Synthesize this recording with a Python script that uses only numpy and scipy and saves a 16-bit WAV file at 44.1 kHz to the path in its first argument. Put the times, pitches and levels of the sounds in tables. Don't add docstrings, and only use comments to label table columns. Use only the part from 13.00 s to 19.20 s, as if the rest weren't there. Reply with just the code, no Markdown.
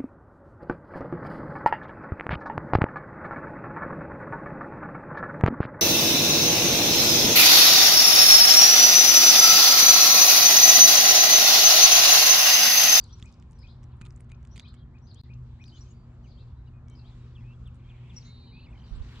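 import sys
import numpy as np
from scipy import signal
from scipy.fft import rfft, irfft, next_fast_len
from scipy.io import wavfile
from scipy.ndimage import uniform_filter1d

SR = 44100
rng = np.random.default_rng(int(sys.argv[2]) if len(sys.argv) > 2 else 0)


def how_loud(loudness_db):
    steps = np.asarray(loudness_db, float) / 20
    return 10 ** steps


def to_wav(s):
    ch = np.atleast_2d(s).T
    pcm = np.round(np.clip(ch, -1, 1) * 32767)
    wavfile.write(sys.argv[1], SR, pcm.astype(np.int16))


N = 273420
T = np.arange(N) / SR

# time in seconds, pitch in Hz, level in dB.
ENGINE = [(0.0, 112.8, -70), (0.24, 116.6, -47), (0.34, 126.5, -64.5), (0.85, 123.9, -49),
          (2.16, 123.4, -56), (2.38, 123.5, -42), (2.61, 123.5, -52), (4.45, 121.4, -46),
          (5.51, 120.2, -51), (5.82, 115.7, -55), (6.2, 119, -49.5)]
# frequency in Hz, level in dB.
MAINS = [(231, -66.5), (241, -65), (361, -75.5)]
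# frequency in Hz, density in dB per Hz.
TOWN_COLOUR = [(15, -45), (25, -7.5), (59, 7.5), (123, -2), (143, -6.5), (182, -13.5), (246, -18.5),
               (291, -21), (651, -31.5), (1020, -29), (2200, -43), (2860, -74.5), (4840, -120)]
# frequency in Hz, density in dB per Hz.
CHORUS_COLOUR = [(1500, -22), (2200, 4), (4000, 0), (5500, -8), (7800, -8.5), (8600, -21), (15000, -32.5)]
# frequency in Hz, density in dB per Hz.
SLEEVE_COLOUR = [(1000, -5.5), (2300, -3), (4000, -3.5), (7000, -17), (10000, -28), (15000, -36)]
# frequency in Hz, correlation from 0 to 1.
LIKENESS = [(25, 0.93), (60, 0.99), (120, 1), (260, 0.86), (530, 0.82), (1100, 0.76), (2200, 0.87),
            (4600, .1), (16000, 0.043)]
# time in seconds, traffic level in dB, far chorus level in dB.
AIR = [(0, -67, -82), (1, -67.5, -84), (1.85, -67.5, -88), (2.7, -68.5, -81), (3.8, -68, -86.5),
       (4.1, -66.5, -78), (4.749, -68, -83.5), (5.1, -67.5, -77.5), (5.62, -67.5, -85.5), (6.2, -62, -71.5)]
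# time in seconds, level in dB.
RUSTLE = [
    (5.65, -88),
    (5.85, -67),
    (6.0, -65.5),
    (6.1, -61.5),
    (6.2, -59),
]
# start in seconds, length in seconds, centre in Hz, width in Hz, level in dB.
CHATTER = [
    (-.1, 0.58, 4600, 3440, -69),
    (0.543, 0.32, 4230, 2510, -73),
    (1.472, 0.35, 3960, 3121, -72),
    (2.047, 0.31, 4050, 2430, -73),
    (2.688, 0.28, 5470, 3460, -70),
    (3.059, 0.48, 7300, 700, -89),
    (3.189, 0.42, 4040, 2515, -74),
    (3.894, 0.84, 4221, 3000, -78),
    (4.807, 0.76, 2650, 1490, -67.5),
    (5.129, 0.21, 5450, 2990, -66),
]

# start in seconds, length in seconds, middle pitch in Hz, level in dB.
LEADS = [
    (0, 0.022, 4550, -65),
    (1.505, 0.05, 5900, -72),
    (2.012, 0.06, 5900, -78),
    (2.61, 0.048, 5810, -74.5),
    (2.88, 0.028, 6600, -76),
    (3.23, .06, 6225, -83),
    (3.91, .04, 5850, -82.5),
]
# start in seconds, length in seconds, middle pitch in Hz, level in dB.
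ARCHES = [
    (1.622, .02, 4000, -65.5),
    (4.11, 0.023, 3600, -74.5),
]
# start in seconds, length in seconds, middle pitch in Hz, level in dB.
FALLS = [
    (2.655, .05, 4990, -73),
    (3.33, .04, 4550, -77),
]
# start in seconds, length in seconds, middle pitch in Hz, level in dB.
DROOPS = [
    (0.022, .03, 4600, -63),
]
# start in seconds, length in seconds, middle pitch in Hz, level in dB.
RISES = [
    (6.015, 0.015, 3980, -68),
]
# start in seconds, length in seconds, middle pitch in Hz, level in dB.
CLIMBS = [
    (2.735, .075, 6800, -75),
    (.23, 0.018, 7500, -74),
    (3.9, .02, 4100, -81),
    (5.225, .055, 6400, -72),
]
# share of length, pitch over top pitch, level in dB.
CROWN = [(0, .7, -4), (.14, 1.03, -2.5), (.32, 1.01, -6), (.68, .98, -1), (.84, .9, 3.5), (1, .69, -3)]
# start in seconds, length in seconds, top pitch in Hz, level in dB.
CROWNS = [
    (.582, .054, 5100, -68),
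    (1.56, 0.054, 4752, -65.5),
    (2.066, 0.056, 4850, -67),
    (2.652, .053, 4740, -64.5),
    (3.272, .058, 4700, -70.5),
    (3.948, 0.055, 4990, -69),
]
# share of length, pitch over top pitch, level in dB.
SWEEP = [(0, .71, -2.5), (.2, .75, 0), (.5, .92, 0.5), (.75, 0.99, -1.5), (.86, .88, -2.5), (1, .76, -6)]
# share of length, pitch over top pitch, level in dB.
UPPER = [(0, .97, -8), (.3, 1.07, -2), (.75, 1.11, -0.5), (1, 1.02, -6)]
# start in seconds, length in seconds, top pitch in Hz, level in dB.
SWEEPS = [
    (.088, 0.061, 4400, -68),
    (.668, .062, 4403, -68.5),
    (1.65, .052, 4350, -64),
    (2.153, .08, 4390, -66.5),
    (2.745, .055, 4490, -67.5),
    (3.37, .054, 4300, -70.5),
    (4.04, .062, 4250, -70),
    (1.76, 0.041, 4230, -76),
]

# start in seconds, peak in dB, high ring in Hz, length in ms.
DRY_TICKS = [(0.0126, -51, 5680, 2.06), (0.0403, -44.5, 7300, 3.5), (0.2585, -46, 6430, 1.66),
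             (0.326, -52, 6150, 1.6), (.342, -52, 5140, 0.99), (.3993, -55, 5430, 1.5),
             (0.5112, -54, 6940, 2.2), (0.5205, -54.5, 8800, 1), (0.5916, -55, 8540, 1),
             (0.97, -67, 9800, 2.33), (1.1248, -62, 6700, 1.6), (1.1625, -50, 7306, 1.1),
             (1.2075, -47, 8600, 1), (.061, -64, 8000, 1.4), (.079, -64, 9000, 1.3), (.097, -67, 9500, 1.4),
             (.318, -66, 10000, 1.6), (1.087, -64, 9000, 1), (1.2, -65, 10000, 2), (1.749, -62, 5500, 1.6),
             (1.62, -60, 7000, 1.2), (1.69, -65, 7500, 1.2), (2.145, -49, 6960, 3.8),
             (3.8989, -54.5, 7640, 3.1), (4.674, -64, 8200, 6.6), (4.713, -72, 7500, 1.5),
             (4.7455, -65, 7460, 3.13), (4.7564, -64.5, 7360, 2.2), (4.7654, -68, 8000, 2.6)]
# start in seconds, peak in dB, length in ms.
FLICKS = [(.187, -59, 2.1), (0.2186, -55, 2.3), (0.227, -46.5, 1), (0.5314, -55.5, 2.2), (.83, -59, 7.4),
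          (0.8383, -53.5, 6.3), (1.1065, -53.5, 1.2), (1.245, -66, 2.2), (1.0555, -55, 1.5),
          (1.4292, -61, 3.3), (1.4733, -54.5, 2.2), (1.5965, -42.5, 3.1), (3.884, -52, 0.62),
          (6.1601, -63, 2.6)]
# start in seconds, peak in dB, length in ms.
SLAPS = [(.1967, -55, 7.7), (0.425, -58, 2.5), (1.0134, -49.5, 2.99), (1.0174, -49.5, 2.5),
         (1.0528, -53.5, 0.83), (1.063, -55, 2), (1.0669, -55.5, 4.3), (1.177, -65, 1.4),
         (1.2945, -64, 1.4), (1.3, -59, 1.5), (1.3172, -51.5, 4.9), (1.4506, -57, 3.5), (1.5586, -53, 9.4),
         (1.566, -55, 6.8), (1.578, -46, 3.7), (1.603, -50.5, 1.6), (1.7421, -58, 1.18),
         (2.6406, -55.5, 1.7), (2.681, -58.5, 1.5)]
# start in seconds, peak in dB, ring in Hz.
SNAPS = [
    (0.2259, -35, 3410),
    (1.0138, -40.5, 1410),
    (1.107, -52, 5000),
    (1.2048, -49, 2200),
    (1.5967, -32.5, 3470),
    (2.6407, -44.5, 3767),
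    (6.1594, -46, 3730),
]
# start in seconds, peak in dB, ring in Hz.
KNOCKS = [
    (.226, -33.5, 154),
    (1.014, -30, 134),
    (1.576, -38.5, 180),
    (2.3, -39, 164),
]

# start in seconds, length in seconds, middle pitch in Hz, level in dB.
LEVELS = [(.125, 0.024, 5820, -56), (.548, .028, 5830, -77), (1.79, .052, 3260, -73),
          (2.299, 0.07, 2710, -75.5), (2.835, 0.053, 2540, -80.5), (2.935, 0.13, 4660, -80.5),
          (3.39, 0.055, 2670, -77.5), (3.728, 0.07, 2490, -76), (3.86, 0.12, 2260, -76.5),
          (3.9, 0.066, 3100, -70.5), (3.98, .06, 2680, -74), (4.405, 0.017, 3350, -74),
          (4.533, 0.023, 3350, -78), (4.835, 0.05, 3200, -75), (5.16, 0.042, 2149, -73),
          (5.43, .034, 2390, -74), (4.2, 0.059, 3810, -78.5), (3.465, 0.074, 3520, -82.5),
          (3.56, .07, 3910, -81), (3.655, 0.029, 3900, -78.5), (2.86, .035, 3080, -77),
          (2.9, 0.04, 2900, -80.5), (1.74, 0.034, 2200, -76), (5.17, .015, 2750, -73),
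          (5.68, .03, 2600, -72), (5.725, .013, 2478, -65), (5.66, .014, 4900, -74.5),
          (5.87, .084, 5650, -78)]
# start in seconds, length in seconds, middle pitch in Hz, level in dB.
SLURS = [
    (.91, 0.036, 2770, -79),
    (.915, 0.029, 3900, -78),
    (5.22, .018, 2850, -70.5),
    (5.205, .03, 4400, -62.5),
    (4.798, 0.016, 3200, -76),
    (3.5, .02, 3000, -83),
]
# start in seconds, length in seconds, middle pitch in Hz, level in dB.
PEEPS = [
    (2.255, 0.018, 2040, -75.5),
    (2.715, .07, 3100, -63),
    (2.805, 0.025, 5800, -58.5),
    (3.67, .02, 2903, -72.5),
    (2.905, .022, 7000, -67),
    (1.81, .016, 4000, -78.5),
    (5.161, 0.0301, 5710, -48),
]
# start in seconds, length in seconds, middle pitch in Hz, level in dB.
LIFTS = [
    (5.178, .0061, 4260, -64),
    (5.25, 0.079, 2160, -70.5),
    (5.698, .02, 7700, -81),
    (5.79, .044, 5950, -82),
    (5.95, 0.025, 7700, -72),
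    (6.14, .025, 7830, -79),
]
# start in seconds, level in dB, whip level in dB.
HOOKS = [
    (0.236, -61, -7),
    (0.617, -60.5, -4),
    (1.003, -62.5, -2),
    (1.292, -62.5, -6),
    (1.624, -63, -10),
    (1.929, -66, -4),
    (2.282, -61, -2.5),
    (2.588, -58.5, -11.5),
]
# time into the note in seconds, pitch in Hz.
HOOK_SHAPE = [(0, 1601), (.015, 2246), (0.026, 2502), (.036, 2504), (.049, 2350), (.053, 2700),
              (0.056, 4630), (0.063, 7400)]
# share of length, pitch over top pitch, level in dB.
STOOP = [(0, 1.03, -6), (.35, .97, 0.5), (.8, .75, -4.5), (1, .71, -9)]
# start in seconds, length in seconds, top pitch in Hz, level in dB.
STOOPS = [
    (3.24, .042, 2980, -68.5),
    (4.35, .032, 3450, -61),
    (4.67, .02, 3800, -72),
    (4.655, .04, 3510, -63),
    (4.888, .038, 3490, -62),
    (5.095, .03, 3550, -61.5),
    (3.672, 0.027, 4792, -78),
]
# time in seconds, pitch in Hz, level in dB.
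WARBLES = [
    [(5.464, 3120, -72), (5.505, 2949, -67), (5.511, 3220, -76), (5.517, 2010, -76), (5.527, 2400, -66.5),
     (5.565, 2530, -60), (5.6, 2610, -59.5), (5.606, 3300, -69), (5.611, 2750, -68)],
    [(5.611, 2750, -67), (5.63, 2549, -64), (5.652, 3050, -67), (5.672, 2278, -61), (5.68, 2000, -72),
     (5.69, 2300, -64), (5.7, 2050, -70), (5.712, 2760, -73), (5.725, 2850, -76)],
    [(5.735, 2050, -72), (5.745, 1960, -71), (5.755, 2400, -62), (5.763, 2050, -70), (5.78, 2300, -74)],
    [(5.828, 3500, -78), (5.836, 4800, -72), (5.87, 4520, -69), (5.876, 3620, -70), (5.893, 3900, -73),
     (5.905, 3320, -78)],
    [(4.435, 2420, -74), (4.48, 2580, -67), (4.525, 2720, -63), (4.545, 2700, -76)],
    [(4.378, 2605, -66.5), (4.4, 2750, -73), (4.405, 2300, -68), (4.412, 1995, -70), (4.45, 1951, -76)],
    [(4.79, 2300, -76), (4.83, 2500, -77), (4.85, 2150, -74), (4.885, 2450, -70), (4.92, 2460, -68),
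     (4.96, 2200, -73), (5.0, 2000, -73)],
    [(5.03, 2347, -71), (5.06, 2600, -70.5), (5.09, 2750, -71), (5.105, 2390, -71), (5.14, 2460, -73)],
]
# start in seconds, end in seconds, pips per second, pitch in Hz, glide in Hz, level in dB.
RATTLES = [
    (5.53, 5.73, 53, 3480, 200, -75),
    (5.752, 5.92, 47.5, 3060, -200, -68.5),
]
# time in seconds, peak in dB, width in ms.
GUSTS = [
    (5.928, -24.5, 4.5),
    (5.95, -35.5, 4.3),
    (5.978, -29.5, 4.8),
    (6.015, -23, 3.9),
]


def level(x, db):
    return x * how_loud(db) / np.sqrt(np.mean(x ** 2))


def on_log(hz, points):
    points = np.array(points)
    return np.interp(np.log(hz), np.log(points[:, 0]), points[:, 1])


def walk(rate_hz, size=N):
    hold = max(int(SR / rate_hz), 1)
    steps = np.repeat(rng.standard_normal(size // hold + 1), hold)
    return 1.7 * uniform_filter1d(uniform_filter1d(steps, hold), hold)[:size]


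SHAKE = np.array([walk(800), walk(250), walk(45)])


def ports(left_over_right_db):
    return how_loud(np.array([[left_over_right_db / 2], [-left_over_right_db / 2]]))


def add(out, start_s, sound, pan_db, lag=0):
    right_i = int(start_s * SR)
    for track, i, gain in zip(out, (right_i + lag, right_i), ports(pan_db)[:, 0]):
        track[i:i + len(sound)] += sound[:N - i] * gain


def noise(colour, lo_hz, hi_hz, flicker_db, rate_hz):
    size = next_fast_len(N)
    hz = np.maximum(np.arange(size // 2 + 1) * SR / size, 1)
    like = np.clip(on_log(hz, LIKENESS), 0, 1)
    mid, side = rfft(rng.standard_normal((2, size)))
    sides = side * np.sqrt(1 - like) * np.array([[1], [-1]])
    both = how_loud(on_log(hz, colour)) * (mid * np.sqrt(1 + like) + sides)
    out = 0
    for centre in np.arange(np.log2(lo_hz), np.log2(hi_hz), .5):
        band = np.cos(np.pi * np.clip(np.log2(hz) - centre, -.5, .5))
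        out = out + irfft(both * band ** 2, size)[:, :N] * how_loud(flicker_db * walk(rate_hz))
    return out


def engine_and_mains():
    s, hz, db = np.transpose(ENGINE)
    phase = 2 * np.pi * np.cumsum(np.interp(T, s, hz)) / SR
    out = how_loud(np.interp(T, s, db) + 0.75 * walk(12)) * np.sin(phase)
    for hz, db in MAINS:
        strength = how_loud(db + 1.8 * walk(5))
        out = out + strength * np.sin(2 * np.pi * np.cumsum(hz + 0.719 * walk(4)) / SR)
    return np.sqrt(2) * out * ports(.8)


def rumble():
    return level(noise(TOWN_COLOUR, 20, 170, 0.89, 6.6), -47)


def traffic():
    s, traffic_db, _ = np.transpose(AIR)
    steady = level(noise(TOWN_COLOUR, 163.7, 1900, 1.6, 8), 9.3)
    return steady * how_loud(np.interp(T, s, traffic_db)) * ports(.9)


def far_chorus():
    s, _, chorus_db = np.transpose(AIR)
    return level(noise(CHORUS_COLOUR, 1810, 16000, 1.3, 20), 6.3) * how_loud(np.interp(T, s, chorus_db))


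def chatter():
    out = np.zeros((2, N))
    for s, length_s, hz, width_hz, db in CHATTER:
        u = np.linspace(max(-s, 0) / length_s, 1, int((length_s + min(s, 0)) * SR))
        n = len(u)
        sos = signal.butter(4, [hz - width_hz / 2, hz + width_hz / 2], "band", fs=SR, output="sos")
        twitter = signal.sosfilt(sos, rng.standard_normal((2, n)))
        blur = level(twitter * how_loud(2 * walk(40, n)), -2.7)
        voices = 0
        for pan_db in (-4, 0, 4):
            path_hz = hz + width_hz * .3 * np.tanh(walk(45, n))
            phase = 2 * np.pi * np.cumsum(path_hz) / SR + .8 * walk(800, n)
            gate = np.clip(walk(130, n) - .3, 0, 1.5)
            voices = voices + np.sin(phase) * gate * ports(pan_db)
        swell = np.sin(np.pi * u ** .7)
        i = int(max(s, 0) * SR)
        out[:, i:i + n] += (blur + level(voices, -10)) * how_loud(db) * swell
    return out


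def syrinx(k, hz, rough, edge):
    rasp, flutter, _ = np.roll(SHAKE, -int(3001 * k), axis=1)[:, :len(hz)]
    phase = 2 * np.pi * np.cumsum(hz) / SR + 1.3 * rough * rasp
    u = np.linspace(0, 1, len(hz))
    swell = np.sin(np.pi / 2 * np.clip(np.minimum(u, 1 - u) / edge, 0, 1)) ** 2
    octave = how_loud(-38) * np.sin(2 * phase)
    return np.sqrt(2) * swell * how_loud(4.6 * rough * flutter) * (np.sin(phase) + octave)


def notes(kinds, rough, edge, pan_db, lag):
    out = np.zeros((2, N))
    for start, end, table in kinds:
        for s, length_s, mid_hz, db in table:
            u = np.linspace(-1, 1, int(length_s * SR))
            slope = (end - start) / 2 * u
            arch = ((start + end) / 2 - 1) * np.abs(u) ** 3.2
            tone = syrinx(int(10 * s), mid_hz * (1 + slope + arch), rough, edge)
            add(out, s, how_loud(db) * tone, pan_db, lag)
    return out


def shaped(shape, table, rough, pan_db, lag, extra_db=0):
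    out = np.zeros((2, N))
    share, pitch, shape_db = np.transpose(shape)
    for s, length_s, top_hz, db in table:
        u = np.linspace(0, 1, int(length_s * SR))
        hz = uniform_filter1d(top_hz * np.interp(u, share, pitch), size=120, mode="nearest")
        tone = syrinx(int(10 * s + top_hz % 7), hz, rough, .08)
        add(out, s, how_loud(db + extra_db + np.interp(u, share, shape_db)) * tone, pan_db, lag)
    return out


def house_echo(dry, delay_s, db):
    return dry + how_loud(db) * np.roll(dry[::-1], int(delay_s * SR), axis=1)


def trees(dry, t60_s, wet_db):
    t = np.arange(int(.6 * SR)) / SR
    tail = rng.standard_normal((2, len(t))) * how_loud(-60 * t / t60_s) * np.clip(t / 0.0027, 0, 1)
    tail /= np.sqrt(np.sum(tail ** 2, axis=1, keepdims=True))
    return dry + how_loud(wet_db) * signal.fftconvolve(dry, tail, axes=1)[:, :N]


def sparrow():
    kinds = ((0.93, 1.05, LEADS), (.78, .78, ARCHES), (1.07, 0.9, FALLS),
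             (1.0, 0.72, DROOPS), (0.62, 1.2, RISES), (.82, 1.06, CLIMBS))
    calls = notes(kinds, .3, .2, 9, lag=1)
    calls = calls + shaped(CROWN, CROWNS, .33, 9, lag=1)
    calls = calls + shaped(SWEEP, SWEEPS, .3, 9, lag=1)
    calls = calls + shaped(UPPER, SWEEPS, .45, 9, lag=1, extra_db=-7.5)
    calls = house_echo(house_echo(calls, .006, -7), .021, -6)
    return trees(calls, .28, -7)


def ring(x, hz, width_hz):
    y = signal.lfilter(*signal.iirpeak(hz, hz / width_hz, fs=SR), x)
    return y / np.max(np.abs(y))


def fish():
    out = np.zeros((2, N))
    t = np.arange(int(0.037 * SR)) / SR
    ticks = [(s, db, -22, hz, ms) for s, db, hz, ms in DRY_TICKS]
    ticks += [(s, db, 0, 5820, ms) for s, db, ms in FLICKS]
    ticks += [(s, db, 6, 6630, ms) for s, db, ms in SLAPS]
    crackle = rng.standard_normal((len(ticks), len(t)))
    dull = signal.butter(3, 10500, fs=SR, output="sos")
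    since_s = t - .012
    spatter_env = np.exp(np.minimum(-since_s / 0.0072, since_s / .004))
    for (s, db, low_db, hz, ms), c in zip(ticks, crackle):
        rise = np.maximum(since_s, 0) * 2000 / max(ms, .2)
        spatter = how_loud(-29) * np.abs(np.roll(c, 99)) ** 2 * spatter_env
        burst = c * (rise * np.exp(-rise ** 2) + spatter)
        high = ring(ring(burst, hz, 3000), hz, 3000) + how_loud(-19.0) * ring(burst, 9800, 6000)
        low = ring(ring(burst, 3060, 2500), 1700, 3000)
        tick = how_loud(db) * signal.sosfilt(dull, high + how_loud(low_db) * low)
        add(out, max(s - .0125, 0), tick, -4.5 + 3.4 * c[0], lag=1)
    for s, db, hz in SNAPS:
        add(out, s, how_loud(db) * np.sin(2 * np.pi * hz * t) * np.exp(-t / 0.00099), -3.5, lag=1)
    for s, db, hz in KNOCKS:
        add(out, s, how_loud(db) * np.sin(2 * np.pi * hz * t) * np.exp(-t / 0.0047), 0.5)
    return out


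def whistles():
    kinds = ((0.99, 0.98, LEVELS), (1.16, .77, SLURS), (0.93, .89, PEEPS), (.94, 1.03, LIFTS))
    return notes(kinds, .19, 0.17, 1.5, lag=2)


def hooks():
    out = np.zeros((2, N))
    s, hz = np.transpose(HOOK_SHAPE)
    t = np.arange(int(s[-1] * SR)) / SR
    path_hz = np.interp(t, s, hz)
    for start_s, db, whip_db in HOOKS:
        shape_db = np.interp(t, s[[0, 2, 3, 4, 5, 7]], [-16, 0, 0, -6, whip_db, whip_db - 9.5])
        add(out, start_s, how_loud(db + shape_db) * syrinx(start_s, path_hz, 0.15, 0.028), 6, lag=4)
    return out


def stoops():
    return shaped(STOOP, STOOPS, 0.22, 1.4, lag=2)


def warble():
    out = np.zeros((2, N))
    near_phrases = 5
    for k, phrase in enumerate(WARBLES):
        s, hz, db = np.transpose(phrase)
        t = np.arange(s[0], s[-1], 1 / SR)
        path_hz = uniform_filter1d(np.interp(t, s, hz), size=130, mode="nearest")
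        rough = .25 if k < near_phrases else .6
        add(out, s[0], how_loud(np.interp(t, s, db)) * syrinx(3 * k + 1, path_hz, rough, .04), -.4, lag=2)
    return out


def buzz():
    out = np.zeros((2, N))
    start_s, end_s, beat_hz = 5.235, 5.668, 322
    t = np.arange(0, end_s - start_s, 1 / SR)
    u = t / t[-1]
    hz = 4000 + 198 * np.exp(-t / 0.029) + 600 * t + 10 * SHAKE[2, :len(t)]
    fade_db = -63 - 7.5 * u
    lines = ((0, 0), (-1, np.interp(u, (0, 1), (-3.5, 3))), (1, -5))  # (beat multiple, dB)
    tone = sum(how_loud(fade_db + db) * syrinx(k, hz + k * beat_hz, .27, .06) for k, db in lines)
    add(out, start_s, tone, -1.5, lag=2)
    return out


def rattles():
    out = np.zeros((2, N))
    for start_s, end_s, rate_hz, hz, glide_hz, db in RATTLES:
        path_hz = hz + glide_hz * np.linspace(-1, 1, 560)
        for k, s in enumerate(np.arange(start_s, end_s, 1 / rate_hz)):
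            pip_db = db + 2.5 + 1.5 * SHAKE[1, 900 * k]
            add(out, s, how_loud(pip_db) * syrinx(k, path_hz, .3, .45), -1.5, lag=2)
    return out


def sleeve():
    crackly = noise(SLEEVE_COLOUR, 1100, 16000, 3.1, 27) * how_loud(1.3 * walk(400))
    return level(crackly, 0) * how_loud(np.interp(T, *np.transpose(RUSTLE), left=-200))


def wind():
    bumps = 0
    for s, db, ms in GUSTS:
        u = (T - s) * 1000 / ms
        bumps = bumps + how_loud(db) * (1 - u ** 2 / 1.37) * np.exp(-u ** 2 / 3)
    return bumps * how_loud(np.array([[-18], [0]]))


def scene():
    backdrop = engine_and_mains() + rumble() + traffic() + far_chorus() + sleeve()
    backdrop[0, 4:] = backdrop[0, :-4].copy()
    clear = whistles() + hooks() + stoops() + warble() + buzz() + rattles()
    return backdrop + chatter() + sparrow() + fish() + trees(clear, .3, -13) + wind()


def band_limit(x):
    return signal.sosfilt(signal.butter(12, 15600, fs=SR, output="sos"), x)


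def record(dry):
    lost = (T > 2.2143) & (T < 2.2356)
    gate = uniform_filter1d(np.where(lost, how_loud(-32), 1), size=90)
    clicks = how_loud(-53.5) * np.diff(1. * lost, prepend=0)
    hiss = how_loud(-104) * rng.standard_normal(dry.shape)
    return band_limit(dry * gate + clicks + hiss)


dry = scene()
out = record(dry)
to_wav(out)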